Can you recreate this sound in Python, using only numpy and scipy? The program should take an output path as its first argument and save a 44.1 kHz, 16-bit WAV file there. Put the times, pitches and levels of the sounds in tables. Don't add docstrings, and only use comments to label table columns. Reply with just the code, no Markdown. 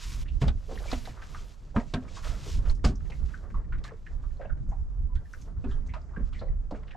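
import sys
import numpy as np
from scipy import signal
from scipy.fft import rfft, irfft
from scipy.io import wavfile
from scipy.ndimage import uniform_filter1d

SR = 44100
rng = np.random.default_rng(int(sys.argv[2]) if len(sys.argv) > 2 else 0)


def materialize(psi):
    bounded = np.clip(np.atleast_2d(psi).T, -1, 1)
    quanta = np.round(bounded * 32767).astype(np.int16)
    wavfile.write(sys.argv[1], SR, quanta)


N = 306936

# (time [s], thump level [dB], knock level [dB over thump], grit level [dB over thump],
# weight on the hull [dB over thump], contact [s], loudest panel [Hz])
STEPS = [(0.417, -15, -15, -23.5, -32, 0.021, 143), (0.464, -25, -40, -25, 11, 0.015, 120),
         (0.481, -30.5, 1.5, -2, -1, 0.012, 152), (0.71, -34, -6.5, -35, -12, 0.027, 432),
         (0.93, -25.5, -10, -7.5, -2.5, 0.015, 238), (1.089, -39.5, -24, -7, 2, 0.012, 253),
         (1.763, -15, -8.5, -24.5, -25, 0.012, 221), (1.939, -21, -5.5, -8.5, -15, 0.013, 250),
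         (2.028, -41.5, -24, -12, 6, 0.0092, 123), (2.843, -13, -12.5, -18.5, -0.5, 0.018, 126),
         (5.643, -29, -12, -23, 0, 0.015, 247), (5.669, -35, -25, -35, -6, 0.018, 218),
         (6.171, -26.5, -24, -35, -12, 0.011, 176), (6.197, -33, -23, -40, 0, 0.015, 230),
         (6.414, -37, 1, -37, 8, 0.0084, 121), (6.722, -29, -25, -40, -4, 0.015, 252)]
# (frequency [Hz], relative level [dB], t60 [s])
DECK_MODES = [(131, 6, 0.024), (149.4, -4.5, 0.13), (185, -7, 0.03), (225, 5, 0.079), (251.6, -6.5, 0.2),
              (320, -5, .045), (382, -1.5, 0.08), (458, -6.5, 0.078)]
HULL_MODES = [(45.4, -7, 0.3), (64.1, -4.5, 0.2), (77.2, -19, 0.5)]
HATCH_MODES = [(520, 9.5, 0.014), (616, 10, 0.022), (692, 2, 0.068), (902, 8, 0.019), (1048, 4, 0.039),
               (1248, 8, 0.014), (1510, 0, 0.043), (2150, -17, 0.011)]
# (frequency [Hz], relative level [dB per Hz])
GRIT_SPECTRUM = [(900, -7), (1500, 7), (2500, 9), (4000, 3), (5500, -11), (8000, -6.5), (10000, -20),
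                 (15000, -34)]
PANEL_DB, PANEL_T60_S = 4.5, 0.074

# (time [s], level [dB], ring [Hz], width [octaves], contact [s])
GEAR = [(0.2556, -54, 1830, 1.3, 0.029), (0.2817, -47.5, 2820, 0.69, 0.016),
        (0.417, -40.5, 3300, 1.1, 0.012), (0.44, -35.5, 915, 1.7, 0.0091), (0.4811, -34, 3700, 0.6, 0.006),
        (0.672, -42, 437, 0.3, 0.052), (0.692, -37, 480, 1.2, 0.013), (0.714, -29.5, 403, 1.14, 0.0093),
        (0.753, -43, 404, 2.3, 0.018), (0.758, -44.5, 3020, 1, 0.0052), (0.7745, -40.5, 1780, 0.46, 0.012),
        (0.789, -43, 3860, 0.8, 0.0037), (0.803, -37.5, 510, 0.9, 0.012), (0.856, -35.5, 690, 0.56, 0.0057),
        (0.8754, -45, 2340, 0.36, 0.041), (0.9162, -31, 4200, 0.79, 0.0045),
        (0.917, -34.5, 1260, 1.2, 0.0094), (0.929, -24, 593, 0.71, 0.0054), (0.955, -45, 696, 1.4, 0.012),
        (1.054, -43.5, 1740, 0.52, 0.012), (1.055, -40.5, 3950, 0.49, 0.0054),
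        (1.075, -35, 696, 0.85, 0.0091), (1.1608, -48, 1250, 0.86, 0.067), (1.2187, -41, 1470, 1.5, 0.017),
        (1.3441, -38, 1190, 0.84, 0.022), (1.3864, -49.5, 3198, 0.33, 0.0038),
        (1.744, -32.5, 640, 0.53, 0.015), (1.7986, -42, 1900, 0.46, 0.01), (1.799, -40, 606, 1.2, 0.028),
        (1.94, -30.5, 3670, 1.3, 0.0051), (1.9694, -42.5, 1580, 0.32, 0.006),
        (2.026, -44, 480, 0.57, 0.0072), (2.0804, -46.5, 1240, 0.8, 0.0054),
        (2.1665, -40, 1030, 0.88, 0.025), (2.2272, -43.5, 1330, 0.99, 0.085),
        (2.2475, -41, 3160, 1.3, 0.0033), (2.25, -39, 650, 1.5, 0.016), (2.322, -46, 630, 0.91, 0.026),
        (2.463, -38, 377, 0.82, 0.023), (2.49, -44, 430, 0.32, 0.0091), (2.6558, -44.5, 1320, 1.9, 0.013),
        (2.673, -42, 690, 1.4, 0.01), (2.6968, -43, 950, 1.6, 0.011), (2.6988, -34.5, 4270, 0.31, 0.0037),
        (2.748, -57, 5460, 1.6, 0.023), (2.8495, -26.5, 4870, 1.2, 0.0068),
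        (2.879, -33.5, 382, 0.42, 0.016), (2.88, -32, 204.6, 0.36, 0.028), (2.955, -50, 5930, 0.38, 0.0089),
        (3.0046, -50.5, 1400, 0.96, 0.0054), (3.098, -43.5, 417, 2.1, 0.019),
        (3.102, -46, 2850, 1.7, 0.006), (3.119, -43.5, 2100, 0.55, 0.014), (3.286, -52.5, 1410, 1.4, 0.025),
        (3.338, -38, 1510, 0.45, 0.014), (3.543, -37, 1098, 0.34, 0.016), (3.7216, -40, 1490, 0.86, 0.024),
        (3.7803, -57.5, 2000, 2.4, 0.015), (3.841, -42, 3870, 1.7, 0.0084),
        (3.842, -41.5, 1130, 1.6, 0.023), (3.86, -50, 1870, 0.9, 0.024), (3.8783, -43, 1700, 0.27, 0.0066),
        (3.909, -44, 1040, 0.49, 0.0087), (3.917, -40, 445, 0.54, 0.018), (4.0644, -42, 1770, 0.56, 0.014),
        (4.235, -50, 1180, 0.59, 0.018), (4.3685, -65, 4180, 0.46, 0.012), (4.393, -36, 556, 0.64, 0.038),
        (4.4109, -45, 1570, 0.71, 0.029), (4.444, -37, 610, 0.84, 0.023), (4.45, -54, 2700, 0.38, 0.0095),
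        (4.4965, -40.5, 1430, 0.38, 0.015), (4.69, -61, 6500, 0.71, 0.022), (4.715, -41, 797, 0.64, 0.024),
        (5.087, -52, 995, 0.12, 0.025), (5.1532, -55.5, 3400, 0.77, 0.016),
        (5.1546, -51.5, 1570, 0.51, 0.02), (5.252, -55, 1750, 0.24, 0.016),
        (5.3325, -51.5, 5940, 0.83, 0.011), (5.3359, -38.5, 1550, 0.6, 0.011),
        (5.4137, -52.5, 6250, 0.56, 0.015), (5.6391, -52.5, 2550, 0.23, 0.012),
        (5.643, -49, 980, 1.1, 0.011), (5.646, -38, 387, 0.24, 0.027), (5.679, -45, 392, 0.41, 0.014),
        (5.6905, -52, 1650, 0.29, 0.027), (5.7116, -47, 1320, 0.6, 0.014), (5.7124, -51, 3240, 0.34, 0.015),
        (5.869, -58.5, 6260, 0.71, 0.016), (5.889, -50, 2110, 0.52, 0.026),
        (5.9374, -36.5, 993, 1.1, 0.016), (5.9375, -45, 2500, 1.6, 0.015),
        (5.9488, -41.5, 1250, 0.31, 0.015), (5.959, -38.5, 667, 1.1, 0.013),
        (6.0157, -61.5, 5060, 0.87, 0.0089), (6.1327, -48.5, 1100, 0.56, 0.038),
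        (6.162, -36.5, 1610, 0.43, 0.011), (6.189, -51, 400, 0.37, 0.015),
        (6.1897, -53.5, 1640, 0.44, 0.026), (6.3257, -51, 1280, 0.66, 0.018),
        (6.3295, -52.5, 2970, 1, 0.022), (6.344, -47.5, 2040, 0.38, 0.028),
        (6.3897, -50, 4080, 0.43, 0.019), (6.4133, -57, 980, 0.35, 0.019), (6.416, -35.5, 520, 0.76, 0.029),
        (6.479, -51, 432, 0.96, 0.025), (6.481, -53.5, 1940, 0.16, 0.01), (6.71, -32, 622, 0.66, 0.016),
        (6.7101, -52, 4540, 1, 0.0084), (6.729, -40.5, 460, 1.3, 0.035), (6.7417, -48, 1280, 0.9, 0.022),
        (6.755, -56, 2260, 0.64, 0.018), (6.8332, -50.5, 1110, 1.8, 0.0078),
        (6.872, -56, 2830, 0.98, 0.029), (6.907, -50, 2700, 0.27, 0.01), (6.91, -45, 1840, 1, 0.0098),
        (6.9297, -50, 1680, 0.36, 0.017), (6.945, -38, 715, 0.41, 0.0096)]
GEAR_RISE = 0.091
GEAR_TAIL, GEAR_CORE = 0.26, 1.16
CRACK_DB, CRACK_S = -30, 0.0015
GEAR_PAN_DB, GEAR_PAN_SPREAD_DB = -0.5, 1.5
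BUMPY = 0.45
STRAYS_PER_S = 12
STRAY_DB, STRAY_SPREAD_DB = 5, 3.0
STRAY_HZ, STRAY_OCTAVES = 1300, 0.45

# (start [s], rise [s], hold [s], fall [s], rustle level [dB], sheen level [dB over rustle])
STROKES_AND_CLICKS = [(-.1, 0.13, .13, .09, -48.5, -6), (.12, 0.095, 0.018, 0.01, -54, -1.5),
                      (0.222, 0.028, 0.045, 0.42, -69, -7), (0.4, 0.015, 0.008, 0.055, -50, -6.5),
                      (0.469, .008, .005, .04, -58, -1), (0.535, 0.25, .29, 0.11, -53.5, -4.5),
                      (0.867, 0.055, 0.0083, 0.14, -47, -6), (1.05, .25, .1, 0.4, -57.5, -6),
                      (1.747, 0.0063, 0.0081, 0.22, -57, -18), (1.793, 0.041, .05, 0.42, -68.5, -4),
                      (1.916, 0.27, .005, 0.14, -56.5, -10.5), (2.19, 0.053, .06, 0.22, -49.5, -8),
                      (2.354, 0.11, 0.085, .12, -51, -6.5), (2.615, 0.08, 0.015, .03, -55, -6),
                      (2.84, .008, 0.0032, 0.063, -38, -16), (2.927, 0.14, .3, .35, -64.5, -7.5),
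                      (3.832, .008, .015, 0.072, -58.5, -9), (3.857, 0.12, 0.34, 0.54, -74.5, -5.5),
                      (4.55, 0.066, .06, 0.061, -82, -8), (5.144, 0.007, 0.0079, 0.036, -63, -30),
                      (5.15, 0.16, .12, .15, -67.5, -1), (5.55, 0.16, .02, .15, -66.5, -23),
                      (5.855, 0.01, 0.0042, .05, -68, -23), (5.928, .015, 0.0046, 0.073, -70, -30),
                      (6.202, 0.057, 0.017, 0.066, -70, -25), (6.305, 0.026, 0.055, 0.11, -67, -28),
                      (6.704, 0.055, .01, .05, -69, -29), (6.79, 0.051, .02, .08, -73, -27)]
STROKE_SPAN_DB = 21
REST_DB, REST_SHEEN_DB = -84, -16.5
# (time [s], level [dB])
SHUFFLE = [(0.0, -61.5), (0.5, -72), (0.73, -65), (0.9, -48), (1.0, -55.5), (1.57, -68), (1.8, -74),
           (2.02, -59.5), (2.38, -55.5), (2.66, -60), (2.89, -70.5), (3.2, -62), (3.75, -66), (3.89, -57.5),
           (4.0, -68), (4.81, -69.5), (5.6, -66.5), (5.84, -63), (6.24, -67), (6.4, -61.5), (6.73, -71),
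           (6.96, -55.5)]
# (frequency [Hz], relative level [dB per Hz])
RUSTLE_SPECTRUM = [(900, 0.5), (1600, -1.5), (2600, 1.5), (4200, 1), (5600, 1), (7500, -0.5), (9500, -11),
                   (12000, -35)]
SHEEN_SPECTRUM = [(7500, -29), (9500, -13), (12000, -10.5), (14000, -10.5), (15500, -32)]
SCUFF_SPECTRUM = [(250, -1), (420, 4.5), (680, 0.5), (800, -4), (1300, -4.5), (2000, -14.5), (3200, -50.5)]
CRACKLE_SPECTRUM = [(500, -20.5), (1000, -3), (2000, 7), (3500, -17), (5500, -7.5), (8000, -29)]

# (time [s], buffet level [dB], flutter level [dB])
WIND = [(0, -45, -54.5), (.3, -35, -45.5), (.65, -39, -51), (.9, -33.5, -47), (1.2, -43, -52),
        (1.55, -46, -53.5), (2.05, -40.5, -46.5), (2.45, -38, -48), (2.75, -32, -44), (3.0, -33.5, -47.5),
        (3.45, -40, -49), (3.75, -31, -46), (4.0, -43, -53.5), (4.3, -37.5, -49), (4.9, -35, -49.5),
        (5.35, -42, -53), (5.7, -30.5, -46.5), (6.0, -35, -51), (6.4, -33, -49), (6.7, -37.5, -54),
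        (6.96, -39, -46.5)]
# (time [s], nominal level [dB], swell half-length [s])
PUFFS = [(0.075, -36, 0.034), (0.21, -35.5, 0.064), (0.349, -27, .03), (.485, -20.5, 0.024),
         (0.568, -35.5, 0.027), (1.393, -41, 0.057), (2.304, -34, 0.055), (2.575, -23.5, 0.048),
         (2.7, -19.5, 0.024), (3.235, -28, 0.039), (3.576, -25, 0.024), (3.784, -35, 0.015),
         (4.16, -31.5, 0.039), (4.27, -31, 0.014), (4.523, -27, 0.018), (4.619, -35.5, 0.014),
         (4.697, -31.5, 0.017), (4.825, -33.5, 0.034), (5.029, -26.5, 0.045), (5.172, -24.5, 0.032),
         (5.592, -32, 0.029), (5.722, -34, 0.032), (6.238, -29.5, 0.021), (6.51, -27, 0.053),
         (6.601, -29, 0.018)]
# (frequency [Hz], relative level [dB per Hz])
BUFFET_SPECTRUM = [(15, -2), (25, 7), (50, 0.5), (70, -3), (100, -14.5), (160, -23)]
FLUTTER_SPECTRUM = [(70, -2.5), (110, 3), (180, -5), (300, -14.5), (500, -30.5), (800, -60.5)]
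PUFF_FLUTTER_DB = -29
WIND_PAN_DB, WIND_PAN_SWAY_DB = -5, 2

# (frequency [Hz], relative level [dB per Hz])
LAKE_SPECTRUM = [(150, -14), (300, -4.5), (600, -4), (1300, -8.5), (2000, -20), (3500, -26.5), (5000, -36)]
HISS_SPECTRUM = [(1500, 1.5), (2500, -8), (3800, -8), (5000, 3.5), (8000, 3), (9500, -15), (15000, -25)]
MIC_HZ, TOP_HZ = 8060, 15100


def undb(db):
    return 10 ** (np.asarray(db) / 20)


def colour(x, spectrum):
    hz, db = np.transpose(spectrum)
    f = np.maximum(np.fft.rfftfreq(x.shape[-1], 1 / SR), 1)
    gain = undb(np.interp(np.log(f), np.log(hz), db, left=-80, right=-80))
    y = irfft(rfft(x) * gain, x.shape[-1])
    return y / np.sqrt(np.mean(y ** 2))


def walk(rate):
    hold = int(SR / rate)
    levels = np.repeat(rng.standard_normal(N // hold + 1), hold)
    levels = uniform_filter1d(uniform_filter1d(levels, hold), hold)[:N]
    return levels / levels.std()


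def curve(table):
    s, *columns = np.transpose(table)
    return [np.interp(np.arange(N) / SR, s, column) for column in columns]


def pair(spectrum, alike, grain_db=0):
    sizes = undb(grain_db * np.minimum(rng.exponential(size=N), 7))
    mid = colour(sizes * rng.standard_normal(N), spectrum)
    side = colour(sizes * rng.standard_normal(N), spectrum)
    alike = np.clip(alike, 0, 1)
    opposed = side * np.array([[1], [-1]])
    return (np.sqrt(1 + alike) * mid + np.sqrt(1 - alike) * opposed) / np.sqrt(2)


def ring(push, modes, shift):
    y = 0
    for (hz, db, t60), move in zip(modes, shift):
        decay = np.log(1000) / (max(t60, .005) * SR)
        pole = np.exp(2j * np.pi * hz * move / SR - decay)
        y = y + undb(db) * signal.lfilter([1], [1, -pole], push).imag
    return y / np.max(np.abs(y))


def fade(size, contact, rise):
    t = np.arange(size) / SR
    return (1 - np.exp(-t / rise)) ** 2 * np.exp(-t / max(contact, .001))


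def add(out, x, s, pan_db):
    i = max(int(s * SR), 0)
    x = x[..., :N - i]
    out[:, i:i + x.shape[-1]] += x * undb(np.array([[pan_db], [-pan_db]]) / 2)


def steps():
    out = np.zeros((2, N))
    noise = rng.standard_normal((len(STEPS), 4, SR // 2))
    shifts = np.exp(.05 * rng.standard_normal((len(STEPS), len(DECK_MODES))))
    soft = signal.butter(2, 2500, fs=SR, output="sos")
    for row, (sole, *sand), shift in zip(STEPS, noise, shifts):
        s, db, knock_db, grit_db, weight_db, contact, panel_hz = row
        size = len(sole)
        press = fade(size, contact, 0.0017) + 0.2 * fade(size, 2.5 * contact, 0.0055)
        push = signal.sosfilt(soft, sole * press)
        sand = colour(np.array(sand), GRIT_SPECTRUM)
        crunch = sand[0] * fade(size, 0.41 * contact, 0.0041)
        trail = 0.29 * (sand[0] + sand[1:]) * fade(size, 1.12 * contact, 0.0035)
        panels = [(hz, gain_db - 7 * abs(np.log2(hz / panel_hz)), t60) for hz, gain_db, t60 in DECK_MODES]
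        panels.append((panel_hz, PANEL_DB, PANEL_T60_S))
        thump = ring(push, panels, [*shift, 1])
        weight = undb(weight_db) * ring(push, HULL_MODES, shift)
        knock = undb(knock_db) * ring(push, HATCH_MODES, shift)
        grit = undb(grit_db) * (crunch + trail)
        add(out, undb(db) * (thump + weight + knock + grit), s - .003, -1.0)
    return out


def rattles(table):
    out = np.zeros((2, N))
    noise = rng.standard_normal((len(table), 3, SR // 5))
    catches = rng.exponential(size=(len(table), SR // 5 // 60))
    bumps = .3 + np.repeat(catches, 60, axis=1) ** BUMPY
    for (s, db, hz, width, contact), scrape, bump in zip(table, noise, bumps):
        size = scrape.shape[1]
        blow = scrape[0] * fade(size, contact, GEAR_RISE * contact)
        tail = GEAR_TAIL * scrape[1:] * fade(size, 2.27 * contact, 0.0043)
        push = bump * (blow + tail)
        y = 0
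        for share, octaves in ((1, width), (GEAR_CORE, width / 4)):
            edges = hz * 2 ** (np.clip(octaves, .02, 3) * np.array([-.5, .5]))
            edges = np.clip(edges, [50, 60], [.44 * SR, .45 * SR])
            band = signal.butter(2, edges, "bandpass", fs=SR, output="sos")
            y = y + share * signal.sosfilt(band, push)
        knock = undb(db) * y / np.sqrt(2 * np.sum(y ** 2) / (contact * SR))
        crack = undb(db + CRACK_DB) * np.diff(scrape[0], prepend=0) * fade(size, CRACK_S, 0.00041)
        pan_db = GEAR_PAN_DB + GEAR_PAN_SPREAD_DB * rng.standard_normal()
        add(out, knock, s - .002, pan_db)
        add(out, crack, s - .002, pan_db)
    return out


def strays():
    count = int(STRAYS_PER_S * N / SR)
    times = rng.random(count) * N / SR
    level, pitch = rng.standard_normal((count, 2)).T
    levels_db = np.interp(times, *np.transpose(SHUFFLE)) + STRAY_DB + STRAY_SPREAD_DB * level
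    rings_hz = STRAY_HZ * 2 ** (STRAY_OCTAVES * pitch)
    return [(s, db, hz, .7, .011) for s, db, hz in zip(times, levels_db, rings_hz)]


def strokes_and_clicks():
    t = np.arange(N) / SR
    rustle, sheen = undb(REST_DB) ** 2, undb(REST_DB + REST_SHEEN_DB) ** 2
    for s, rise, hold, fall, db, sheen_db in STROKES_AND_CLICKS:
        before = (s + rise - t) / rise
        after = (t - s - rise - hold) / fall
        below = np.maximum(np.maximum(before, after), 0)
        power = undb(db - STROKE_SPAN_DB * below) ** 2
        rustle, sheen = rustle + power, sheen + power * undb(sheen_db) ** 2
    return np.sqrt(rustle), np.sqrt(sheen)


def rubbing():
    rustle, sheen = strokes_and_clicks()
    scuff_db = curve(SHUFFLE)[0]
    bright = rustle * undb(2.27 * walk(40)) * pair(RUSTLE_SPECTRUM, 1.0, grain_db=3.0)
    bright = bright + sheen * undb(1.3 * walk(45)) * pair(SHEEN_SPECTRUM, 0.67, grain_db=3.0)
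    scuff = pair(SCUFF_SPECTRUM, 0.95, grain_db=3.5) * undb(3.5 * walk(30))
    grains = (rng.random(N) < 70 / SR) * rng.exponential(size=N)
    bursts = signal.lfilter([1], [1, -np.exp(-1 / (.004 * SR))], grains)
    grit = undb(-13.0) * bursts * pair(CRACKLE_SPECTRUM, 0.46)
    return bright + (scuff + grit) * undb(scuff_db)


def wind():
    t = np.arange(N) / SR
    buffet_db, flutter_db = curve(WIND)
    air, thuds, swells = pair(BUFFET_SPECTRUM, 0.66), 0, 0
    for s, db, length in PUFFS:
        swell = np.exp(-((t - s) / length) ** 2)
        evened = np.sqrt(np.sum(swell ** 2) / np.sum((swell * air) ** 2) * 2)
        thuds = thuds + undb(db) * evened * swell
        swells = swells + undb(db) * swell
    pan_db = WIND_PAN_DB + WIND_PAN_SWAY_DB * walk(17)
    pan = undb(np.array([pan_db, -pan_db]) / 2)
    buffet = air * (undb(buffet_db + 1.5 * walk(14)) + thuds) * pan
    flutter_gain = undb(flutter_db + 2.66 * walk(20)) + undb(PUFF_FLUTTER_DB) * swells
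    return buffet + pair(FLUTTER_SPECTRUM, 0.9) * flutter_gain


def lake():
    return pair(LAKE_SPECTRUM, 0.093) * undb(-68.0 + 0.98 * walk(18))


def hiss():
    return undb(-80.5 + 1.8 * walk(12)) * pair(HISS_SPECTRUM, .3)


def scene():
    return steps() + rattles(GEAR) + rattles(strays()) + rubbing() + wind() + lake() + hiss()


def record(dry):
    housed = signal.sosfilt(signal.butter(2, MIC_HZ, fs=SR, output="sos"), dry)
    return signal.sosfilt(signal.ellip(8, .2, 70, TOP_HZ, fs=SR, output="sos"), housed)


dry = scene()
out = record(dry)
materialize(out)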